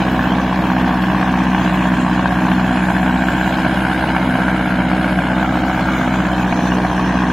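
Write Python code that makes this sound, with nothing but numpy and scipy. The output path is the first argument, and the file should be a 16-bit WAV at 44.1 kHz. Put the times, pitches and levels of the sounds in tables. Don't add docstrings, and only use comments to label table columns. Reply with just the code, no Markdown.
import sys
import numpy as np
from scipy import signal
from scipy.io import wavfile
from scipy.ndimage import uniform_filter1d

SR = 44100
rng = np.random.default_rng(int(sys.argv[2]) if len(sys.argv) > 2 else 0)


def boost(x):
    u = np.asarray(x, float) / 20
    return 10 ** u


def generate_wav(sig):
    pcm = np.round(np.clip(np.atleast_2d(sig).T, -1, 1) * 32767).astype(np.int16)
    wavfile.write(sys.argv[1], SR, pcm)


N = 322812


def rms_one(x):
    return x / np.sqrt(np.mean(x ** 2) + 1e-20)


def in_time(rows):
    s, *columns = np.transpose(rows)
    return [np.interp(np.arange(N) / SR, s, c) for c in columns]


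def at_hz(points, hz):
    table_hz, db = np.transpose(points)
    return np.interp(np.log(hz), np.log(table_hz + 1), db)


def drift(rate):
    r = np.exp(-80 * np.pi * rate / SR)
    slow = signal.lfilter([1], [1, -2 * r, r * r], rng.standard_normal(N // 40 + 2002))[2000:]
    return np.interp(np.arange(N) / 40, np.arange(len(slow)), rms_one(slow))


def ring(clicks, hz, t60):
    r = np.exp(-np.log(1000) / (t60 * SR))
    w = 2 * np.pi * hz / SR
    return signal.lfilter([0, np.sin(w)], [1, -2 * r * np.cos(w), r * r], clicks + 1e-18)


# pitch in Hz, side level minus middle level in dB.
STEREO_WIDTH = [(60, -34), (110, -21), (200, -30.5), (380, -15), (700, -34.5), (1290, -14), (2380, -10),
                (4400, -6), (8120, -7.5), (15000, 26.5)]


def wide(mid, side, hz):
    return mid + boost(at_hz(STEREO_WIDTH, hz)) * side * np.array([[1], [-1]])


def bank(spectrum, edges, shape):
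    out, white = 0, rng.standard_normal((2, 2, N))
    for k, (low, high) in enumerate(zip(edges, edges[1:])):
        hz = np.sqrt(low * high)
        gate, gain = shape(hz)
        band = signal.butter(2, [low, high], "band", fs=SR, output="sos")
        mid, side = signal.sosfilt(band, white[k % 2] * gate)
        out = out + boost(at_hz(spectrum, hz)) * gain * wide(mid, side, hz)
    return rms_one(out)


# pitch in Hz, level in dB per Hz.
RUMBLE_SPECTRUM = [(12, -47), (20, -12), (54, 1), (103, 1), (183, 8.5), (229, 14.5), (312, -1.5),
                   (361, -35), (450, -52), (580, -54), (990, -120)]


def rumble():
    low = bank(RUMBLE_SPECTRUM, 20 * 2 ** np.arange(0, 4.6, .5), lambda hz: (1, boost(drift(6.1))))
    drone = rms_one(ring(rng.standard_normal(N), 261.0, 0.16))
    return boost(-26.5) * low + boost(-31) * drone


REGRIP_S = 0.15

# start in seconds, cavity pitch in Hz, its level in dB,
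# second resonance level in dB, third resonance level in dB.
HAND_GRIPS = [
    (0, 6340, -53, -58, -52.5),
    (1.08, 6000, -47.5, -62, -52),
    (1.65, 6760, -45.5, -54, -53.5),
    (2.7, 7060, -45, -54.5, -51.5),
    (3.6, 6880, -55.5, -52.5, -57),
    (5.38, 6510, -45.5, -60, -53),
    (6.12, 6740, -43.5, -58, -56),
    (6.45, 5900, -44, -57, -58),
]


def grip():
    s, *columns = np.transpose(HAND_GRIPS)
    held = np.searchsorted(s[1:], np.arange(N) / SR)
    return [uniform_filter1d(c[held], int(REGRIP_S * SR)) for c in columns]


def hand_hiss():
    wander_hz, fidget_db = 250, 2
    first_hz, first_db, second_db, third_db = grip()
    first_hz = first_hz + wander_hz / 2 * drift(1.5)
    second_hz = 10370 + wander_hz * drift(1.5)
    third_hz = np.full(N, 14000.0)
    resonances = ((first_hz, first_db - 4.0, 650),  # pitch, level, width in Hz
                  (second_hz, second_db - 0.5, 1400),
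                  (third_hz, third_db - 3.0, 1500))
    out, slosh = np.zeros(N), drift(16.0)
    for hz, db, width_hz in resonances:
        lowpass = signal.butter(3, width_hz, fs=SR, output="sos")
        slow = signal.sosfilt(lowpass, rng.standard_normal((2, N)))
        turn = 2 * np.pi * np.cumsum(hz) / SR
        hiss = rms_one(slow[0] * np.cos(turn) + slow[1] * np.sin(turn))
        out += boost(db + fidget_db * drift(2.5) + slosh + drift(29.0)) * hiss
    return out * boost([[3.0], [-14.0]])


# start
# in seconds, end in seconds, centre in Hz, depth in dB.
SHADOW_VALLEYS = [(1, 6.4, 450, 4), (3, 5.2, 1230, 5), (2.3, 3.4, 15400, 8), (0, 1, 8400, 9),
                  (-0.5, 1.3, 10000, 5), (5.5, 8.4, 2750, 3), (6.3, 8.2, 2100, 3), (2.2, 3.5, 8700, 4),
                  (1, 3, 11800, 1), (3.5, 5.402, 5650, 7), (5.5, 5.8, 10500, 6.5), (6.5, 6.4, 7400, -5),
                  (6.5, 7.25, 11150, 14)]


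def valley_shadow(x):
    hz, s, z = signal.stft(x, SR, nperseg=1024)
    hz = hz[:, None]
    loss_db = 0
    for start, end, centre_hz, depth_db in SHADOW_VALLEYS:
        width_hz = 70 + .033 * centre_hz
        valley = np.exp(-((hz - centre_hz) / width_hz) ** 2)
        present = np.interp(s, [start - REGRIP_S, start, end, end + REGRIP_S], [0, 1, 1, 0])
        loss_db = loss_db + depth_db * valley * present
    patches = rng.standard_normal(z.shape[1:])
    for axis, size in ((0, 2), (0, 2), (1, 3), (1, 2)):
        patches = uniform_filter1d(patches, size, axis=axis)
    reach = np.clip(np.log2((hz + 1) / 1500), 0, 1)
    mottle_db = 2.4 * reach * rms_one(patches)
    return signal.istft(z * boost(mottle_db - loss_db), SR, nperseg=1024)[1][:, :N]


# time in seconds, delay in milliseconds.
WATER_MIRROR = [(0, 1.215), (1, 1.157), (2, 1.17), (3, 1.224), (4, 1.32), (5, 1.325), (6, 1.357),
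                (6.5, 1.17), (7.32, 1.135)]


def water_echo(x, share, dull_hz):
    at = np.arange(N) - in_time(WATER_MIRROR)[0] * SR / 1000
    late = np.array([np.interp(at, np.arange(N), side) for side in x])
    dull = signal.butter(2, dull_hz, fs=SR, output="sos")
    return x + share * signal.sosfiltfilt(dull, late)


# time in seconds, speed in rpm.
CRANK_SPEED = [(0.0, 1892.5), (1.29, 1877.6), (1.46, 1872.7), (1.7, 1855.3), (2.51, 1862.8), (3.17, 1875.6),
               (3.66, 1922.2), (4.1, 1911.2), (4.68, 1863.5), (5.1, 1865.0), (5.82, 1910.1), (6.09, 1892.4),
               (6.36, 1859.7), (6.71, 1850.7), (7.32, 1867.7)]


def engine_cycle():
    return -.092 + np.cumsum(in_time(CRANK_SPEED)[0] / 120) / SR


def unloading():
    return (in_time(CRANK_SPEED)[0] - 1868) / 100


# time in seconds, swing from 0 to 1.
BONNET_TURN = [(0, 0.2), (1.5, 0.34), (2.2, 0.16), (2.85, 0.57), (3.4, 0.65), (4.65, 0.73), (5.2, 0.32),
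               (6.0, 0.7), (6.6, -.1), (7.32, 0.44)]
# pitch in Hz, change in dB for a full swing, change in dB per 100 rpm.
ENGINE_PARTS = [(700, -2.2, 2), (1080, 1, 2.2), (1570, 5.5, -1.2), (3000, -0.5, 1), (6000, -3, 6)]


def facing_db(hz):
    part_hz, swing_db, speed_db = np.transpose(ENGINE_PARTS)
    swing = np.interp(np.log(hz), np.log(part_hz), swing_db)
    speed = np.interp(np.log(hz), np.log(part_hz), speed_db)
    return swing * (in_time(BONNET_TURN)[0] - .5) + speed * unloading()


# knock level in dB, tick level in dB, stack puff level in dB.
CYLINDER_LEVELS = [
    (-1.5, -3, -1),
    (0, -3, -1),
    (-3, 0, -7),
    (-3.5, -.5, 0),
]


def firings(cycle, lead):
    count = np.floor(4 * (cycle + lead)).astype(int)
    at = np.flatnonzero(np.diff(count)) + 1
    return at, np.array(CYLINDER_LEVELS)[count[at] % 4]


# pitch in Hz, level in dB per Hz.
CLATTER_SPECTRUM = [(190, -30), (330, 0), (346, -4.5), (455, -4.5), (738, -9.5), (955, -8.5), (1220, -7.5),
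                    (1570, -10), (1970, -14), (2210, -16.5), (2950, -20), (5180, -37.5), (6820, -45),
                    (8270, -40), (15500, -78.5)]


def clatter(cycle):
    at, level_db = firings(cycle, lead=0.044)
    chance = rng.standard_normal((len(at), 3))
    puffs = np.zeros((3, N))
    puffs[:, at] = boost(level_db + 2.0 * chance).T
    for seconds in (.0019, .0027):
        r = np.exp(-1 / (seconds * SR))
        puffs = signal.lfilter([1 - r], [1, -r], puffs)
    puffs = puffs / puffs.mean(axis=1, keepdims=True)
    knocks = puffs[0]
    ticks = np.roll(puffs[1], -int(.001 * SR))
    breaths = np.roll(puffs[2], -int(.004 * SR))
    slosh = drift(16.0)

    def shape(hz):
        depth = np.interp(np.log(hz), np.log([400, 1500, 4000, 8000]), [0.26, 0.23, 0.18, 0.082])
        pulses = breaths if hz < 620 else ticks if hz > 3300 else knocks
        gate = rms_one(1 - depth + depth * pulses)
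        return gate, boost(facing_db(hz) + .6 * slosh + 1.1 * drift(9.0))

    return bank(CLATTER_SPECTRUM, 330 * 2 ** np.arange(0, 5.7, 1 / 3), shape)


# time in seconds, force level in dB
# (10 dB is added).
HARD_KNOCKS = [(0.187, -4), (0.511, -11), (0.701, -6.5), (1.468, -6.5), (1.548, -1.5), (1.742, -11),
               (2.176, -9.5), (2.258, -4), (2.324, -6.5), (2.518, -0.5), (2.887, -8), (3.03, -6),
               (3.287, -5.5), (3.35, -10), (3.743, -15), (3.977, -10.5), (4.166, -2), (4.483, -7.5),
               (4.917, -6.5), (5.046, -5.5), (5.287, -12), (5.889, -9), (6.318, -10), (6.528, -3.5),
               (6.72, -5), (6.851, -6), (6.981, -6), (7.174, -12)]
# pitch in Hz, level in dB, time to fall 60 dB in seconds.
BLOCK_MODES = [(694, -4, 0.042), (748.6, 1.5, 0.037), (937, 7.5, 0.012), (1114, 8, 0.017),
               (1490, 3.5, 0.013), (1581.5, 0, 0.031), (1730, -1.5, 0.021), (2238, -3.5, 0.019),
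               (2873, -6.5, 0.025)]


def knock(cycle):
    at, level_db = firings(cycle, lead=.065)
    force_db = level_db[:, 0] + 1.5 * rng.standard_normal(len(at))
    for s, db in HARD_KNOCKS:
        force_db[np.argmin(abs(at - s * SR))] = db + 10.0
    out = 0
    for hz, db, t60 in BLOCK_MODES:
        chance, clicks = rng.standard_normal((len(at), 3)), np.zeros((2, N))
        late = np.clip(at + (0.00022 * SR * chance[:, 0]).astype(int), 0, N - 1)
        clicks[0, late] = boost(force_db + db + 3.35 * chance[:, 1])
        clicks[1, late] = clicks[0, late] * chance[:, 2]
        swelling = ring(clicks, hz, t60) - ring(clicks, hz, t60 / 5)
        out = out + boost(facing_db(hz)) * wide(*swelling, hz)
    return rms_one(out)


def fan(cycle, turn):
    cancels_s = 4.02
    slip = (cycle - cycle[int(cancels_s * SR)]) / 9.04
    return -boost(-30.5) * np.cos(turn + 2 * np.pi * slip)


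# order (waves per engine cycle), rms level in dB.
EXHAUST_ORDERS = [(1, -70), (2, -71), (3, -73), (4, -30), (5, -93), (6, -77), (7, -95), (8, -31.5),
                  (9, -41), (10, -39), (11, -28), (12, -21), (13, -49.5), (14, -61), (15, -51.5), (16, -29),
                  (17, -51), (18, -43), (19, -33), (20, -28.5), (21, -78), (22, -42.5), (23, -47),
                  (24, -66)]


def exhaust(cycle, third_db, fourth_db, beat_db):
    steered = {12: third_db, 16: fourth_db, 11: beat_db}
    hum = np.zeros(N)
    for order, db in EXHAUST_ORDERS:
        sway = .07 * np.sqrt(order / 12) * drift(5.0)
        off = order - 4 * round(order / 4)
        uneven = off * .11 * abs(off)
        spread = .025 * (order - 10) ** 2 - 1.1
        turn = 2 * np.pi * (order * cycle - uneven) + spread
        hum += boost(steered.get(order, db) + .8 * drift(6.0)) * np.cos(turn + sway)
        if order == 16:
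            hum += fan(cycle, turn + sway)
    return wide(np.sqrt(2) * hum, hum * drift(3.1), 200) * boost([[-.15], [.15]])


def scene():
    cycle = engine_cycle()
    away_db = -0.32 * np.arange(N) / SR
    light = np.maximum(unloading(), 0)
    hum = exhaust(cycle, third_db=-19 + away_db - 11 * light, fourth_db=-25.5 + 2 * away_db,
                  beat_db=-28 + away_db + 1.5 * light)
    parts = boost(-24.8) * knock(cycle) + boost(-23.1) * clatter(cycle)
    block = water_echo(parts, share=.5, dull_hz=2300)
    return hum + rumble() + valley_shadow(block + hand_hiss())


def patch_gate(x, from_hz, under_db):
    hz, _, z = signal.stft(x, SR, nperseg=2048, noverlap=1024)
    power = uniform_filter1d(np.sum(abs(z) ** 2, axis=0), size=6, axis=0)
    steady = uniform_filter1d(power, size=3, axis=1)
    around = np.exp(uniform_filter1d(np.log(steady + 1e-20), size=61, axis=0))
    reach = np.clip(np.log2((hz[:, None] + 1) / from_hz), 0, 1)
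    threshold = around * boost(2 * under_db) * reach
    keep = np.clip(power / (threshold + 1e-20), 0, 1) ** 10
    return signal.istft(z * keep, SR, nperseg=2048, noverlap=1024)[1][:, :N]


def low_pass(x):
    return signal.sosfilt(signal.butter(12, 15760, fs=SR, output="sos"), x)


def record(dry):
    soft = 0.88 * np.tanh(dry / 0.77)
    soft = signal.sosfilt(signal.butter(1, 12, "high", fs=SR, output="sos"), soft)
    gated = patch_gate(soft, from_hz=2000, under_db=-1.7)
    return low_pass(gated)


dry = scene()
out = record(dry)
generate_wav(out)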